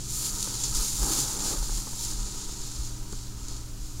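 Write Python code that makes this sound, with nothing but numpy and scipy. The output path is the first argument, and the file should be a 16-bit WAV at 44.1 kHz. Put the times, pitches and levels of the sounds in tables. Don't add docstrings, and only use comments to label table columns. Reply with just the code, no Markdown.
import sys
import numpy as np
from scipy import signal
from scipy.fft import rfft, irfft
from scipy.io import wavfile

SR = 44100
rng = np.random.default_rng(int(sys.argv[2]) if len(sys.argv) > 2 else 0)


def unload_audio(sound):
    columns = np.transpose(np.atleast_2d(sound))
    steps = np.round(np.clip(columns, -1, 1) * 32767)
    wavfile.write(sys.argv[1], SR, steps.astype(np.int16))


N = 176400

# time in seconds, relative level in dB.
SLIDE_LEVEL = [(0, -40), (.1, -37.5), (.17, -34), (.27, -31), (.32, -37), (.41, -33), (.45, -32),
               (.58, -32.5), (.65, -30.5), (.735, -34.5), (.75, -29.5), (.9, -30), (.93, -33), (1.03, -31),
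               (1.07, -29), (1.21, -26), (1.25, -30.5), (1.39, -33.5), (1.49, -27.5), (1.58, -36),
               (1.7, -36), (1.78, -33.5), (1.87, -39), (1.94, -39.5), (2.02, -33), (2.115, -33),
               (2.15, -37.5), (2.42, -36.5), (2.5, -39), (2.86, -39), (2.96, -45.5), (3.07, -47),
               (3.15, -41.5), (3.35, -48.5), (3.51, -41), (3.75, -52), (3.85, -45.5), (4, -47)]
# frequency in Hz, relative level in dB.
CLOTH_SPECTRUM = [(1000, -40), (1900, -21.5), (3000, -15), (3700, -9), (4400, -4.5), (5600, -4.5),
                  (6700, 0), (7250, 1.65), (7650, -3), (8200, -9), (8800, -6.5), (9400, -6.5), (10500, -11),
                  (15500, -21.5)]
# centre in Hz, width in Hz, relative gain in dB.
CASE_MODES = [(163, 110, 12.5), (301, 87, 17), (446, 300, 5.5), (809, 100, 14.5), (1050, 79, 5),
              (1230, 73, -3.5), (1500, 350, -25)]
CLOTH_GRAIN = dict(slips_per_s=4000, spread_db=2.6, smooth=.8)


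def undb(db):
    return 10 ** (np.asarray(db) / 20)


def unit(x):
    return x / np.sqrt(np.mean(x ** 2))


def noise():
    return rng.standard_normal(N)


def clock():
    return np.arange(N) / SR


def curve(rows):
    return np.interp(clock(), *np.array(rows).T)


def freqs():
    return np.maximum(np.arange(N // 2 + 1) * SR / N, 1)


def colour(x, points):
    hz, db = np.array(points).T
    gain = undb(np.interp(np.log(freqs()), np.log(hz), db))
    return unit(irfft(rfft(x) * gain, N))


def band(hz, width_hz):
    f = freqs()
    return 1 / (1 + 1j * (f / hz - hz / f) * hz / width_hz)


def split(x, hz):
    low = irfft(rfft(x) / (1 + (freqs() / hz) ** 6), N)
    return low, x - low


def walk(rate_hz):
    return unit(irfft(rfft(noise()) * np.exp(-(freqs() / rate_hz) ** 2), N))


def burst(start, attack_s, decay_s):
    age = np.maximum(clock() - start, 0)
    return (1 - np.exp(-age / attack_s)) * np.exp(-age / decay_s)


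def ring(x, modes, top_hz=1660):
    response = sum(undb(db) * band(hz, width) for hz, width, db in modes)
    response /= np.sqrt(1 + (freqs() / top_hz) ** 10)
    return irfft(rfft(x) * response / np.sqrt(np.mean(abs(response) ** 2)), N)


def friction(slips_per_s, spread_db, smooth):
    size = undb(spread_db * np.minimum(rng.exponential(size=N), 5))
    slips = (rng.random(N) < slips_per_s / SR) * size * np.sign(noise())
    return unit(unit(slips) + smooth * noise())


def room_tone():
    # frequency in Hz, relative level in dB.
    spectrum = [(10, 2.5), (24, 5), (38, 0), (58, -2.5), (80, -13), (100, -15), (135, -19.5), (170, -23.5),
                (230, -30.5), (310, -23), (420, -34.5), (600, -34), (1300, -35), (2000, -40.5), (7000, -33),
                (15500, -43.5)]
    return undb(-36) * colour(noise(), spectrum)


def stereo_air():
    # frequency in Hz, relative level in dB.
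    spectrum = [(20, -2), (120, -12), (450, 18), (1200, 9), (2200, 4), (5000, -22.5), (8000, -25),
                (10500, 5), (15500, 17)]
    lift = undb(.1 * curve(SLIDE_LEVEL))
    return undb(-59.5) * unit(colour(noise(), spectrum) * lift)


def machine_hum(waver_db=2.3):
    # pitch in Hz, level at mid-scene in dB, pitch wander in Hz, level slope in dB per second.
    tones = [(116.6, -46.5, 1.6, 0.5), (134, -53.5, 5, -2.5), (196.4, -53.5, 0.89, -1.5),
             (265.3, -60.5, 6.05, 0), (308, -58, 9.06, 0), (396.3, -63, 8.9, -1)]
    hum, from_middle_s = 0, clock() - N / SR / 2
    for hz, db, wander, slope in tones:
        cycles = np.cumsum(hz + wander * walk(17.7)) / SR + rng.random()
        level = undb(db + slope * from_middle_s + waver_db * walk(4.7))
        hum += np.sqrt(2) * level * np.sin(2 * np.pi * cycles)
    return hum


def buffets(wander_hz=4.98):
    # centre in seconds, level in dB, half length in seconds, pitch in Hz.
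    swells = [(.68, -43, 0.041, 130), (.775, -25, 0.048, 38), (1.026, -23.5, 0.032, 37),
              (1.08, -40.5, 0.042, 128), (1.226, -40, 0.027, 134), (1.5, -44.5, 0.037, 100),
              (1.616, -26.5, 0.048, 37), (1.735, -28.5, 0.073, 33), (2.207, -29, 0.074, 43),
              (2.806, -27, 0.019, 44)]
    rumble, t = 0, clock()
    drift_cycles = np.cumsum(wander_hz * walk(18.5)) / SR
    for at, db, half, hz in swells:
        envelope = undb(db) * np.exp(-((t - at) / half) ** 2)
        rumble += np.sqrt(2) * envelope * np.sin(2 * np.pi * (hz * t + drift_cycles))
    return rumble


def case_knocks():
    # start in seconds, level in dB.
    blows = [(0.471, -32.5), (1.068, -38), (1.101, -33), (1.183, -27), (1.533, -37), (1.624, -33.5),
             (1.693, -32.5), (1.778, -33), (1.87, -33), (1.93, -37), (2.033, -54), (2.12, -39),
             (2.49, -37.5), (3.1254, -31.5)]
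    bump_at_s, bump_half_s, bump_db = 3.1285, .0009, -26.5
    force = sum(undb(db) * burst(at, attack_s=.0012, decay_s=.0055) for at, db in blows)
    bump = undb(bump_db) * np.exp(-((clock() - bump_at_s) / bump_half_s) ** 2)
    return ring(noise() * force, CASE_MODES) - bump


def case_rubbing(trim_db=-1.5, flutter_db=1.75):
    # time in seconds, relative level in dB.
    pressure = [(0, -71), (.4, -56), (.7, -51.5), (.79, -54), (.96, -51), (1.02, -38), (1.09, -38),
                (1.22, -42), (1.35, -43.5), (1.54, -37.5), (1.6, -49.5), (1.95, -57), (2.6, -61),
                (4, -76.5)]
    rub_db = curve(pressure)
    slips = friction(slips_per_s=1800, spread_db=3.1, smooth=.82)
    low, high = split(ring(slips, CASE_MODES), hz=410)
    weight = undb(2.2 * (rub_db + 39.5))
    return (low * weight + high) * undb(rub_db + trim_db + flutter_db * walk(31))


def hollow_ring():
    # centre in Hz, width in Hz, relative gain in dB.
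    modes = [(297.5, 93, 7.5), (394, 82, -2), (812, 150, -3.5), (936, 62, 3.5), (1237, 78, 4.5),
             (1290, 27, -26)]
    # time in seconds, level in dB.
    strength = [(0, -64), (.1, -54.5), (.25, -47), (.5, -48.5), (.71, -48.5), (.79, -41.5), (.92, -52.5),
                (1.1, -42), (1.5, -48.5), (1.9, -54), (2.1, -49.5), (2.8, -53.5), (3.3, -57.5),
                (3.5, -53.5), (3.75, -62), (4, -60)]
    return ring(friction(**CLOTH_GRAIN), modes) * undb(curve(strength))


def cloth_snags():
    # start in seconds, level in dB, decay in seconds.
    snags = [(0.134, -32, .008), (.219, -32, 0.0028), (0.254, -26.5, .009), (0.427, -13.5, .002),
             (.435, -37, 0.024), (0.635, -23.5, .012), (.651, -29, 0.015), (.7472, -26, 0.023),
             (3.1255, -23, 0.00092), (3.483, -32, 0.0051), (3.976, -46, 0.0066)]
    envelope = sum(undb(db) * burst(at, attack_s=.00066, decay_s=decay) for at, db, decay in snags)
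    bright_noise = irfft(rfft(noise()) * band(6250, width_hz=7000), N)
    return envelope * colour(bright_noise, CLOTH_SPECTRUM)


def cloth_hiss(trim_db=-.58, flutter_db=.7):
    # time in seconds, gain of the top treble in dB.
    sheen = [(0, -6), (.17, 7.5), (.5, -0.5), (.66, -1.5), (.77, 2.5), (1.1, 4), (1.4, 0), (2.05, 2),
             (2.25, -5.5), (2.85, -4), (3.5, -12), (4, -1)]
    body, top = split(colour(friction(**CLOTH_GRAIN), CLOTH_SPECTRUM), hz=9100)
    level = undb(curve(SLIDE_LEVEL) + trim_db + flutter_db * walk(30))
    return (body + top * undb(curve(sheen))) * level


def scene():
    cloth = cloth_hiss() + cloth_snags() + hollow_ring()
    handling = case_rubbing() + case_knocks() + buffets()
    mid = cloth + handling + machine_hum() + room_tone()
    side = undb(-42) * case_rubbing() + stereo_air()
    return np.array([mid + side, mid - side])


def record(dry):
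    return signal.sosfilt(signal.ellip(10, .1, 80, 15700, fs=SR, output="sos"), dry)


dry = scene()
out = record(dry)
unload_audio(out)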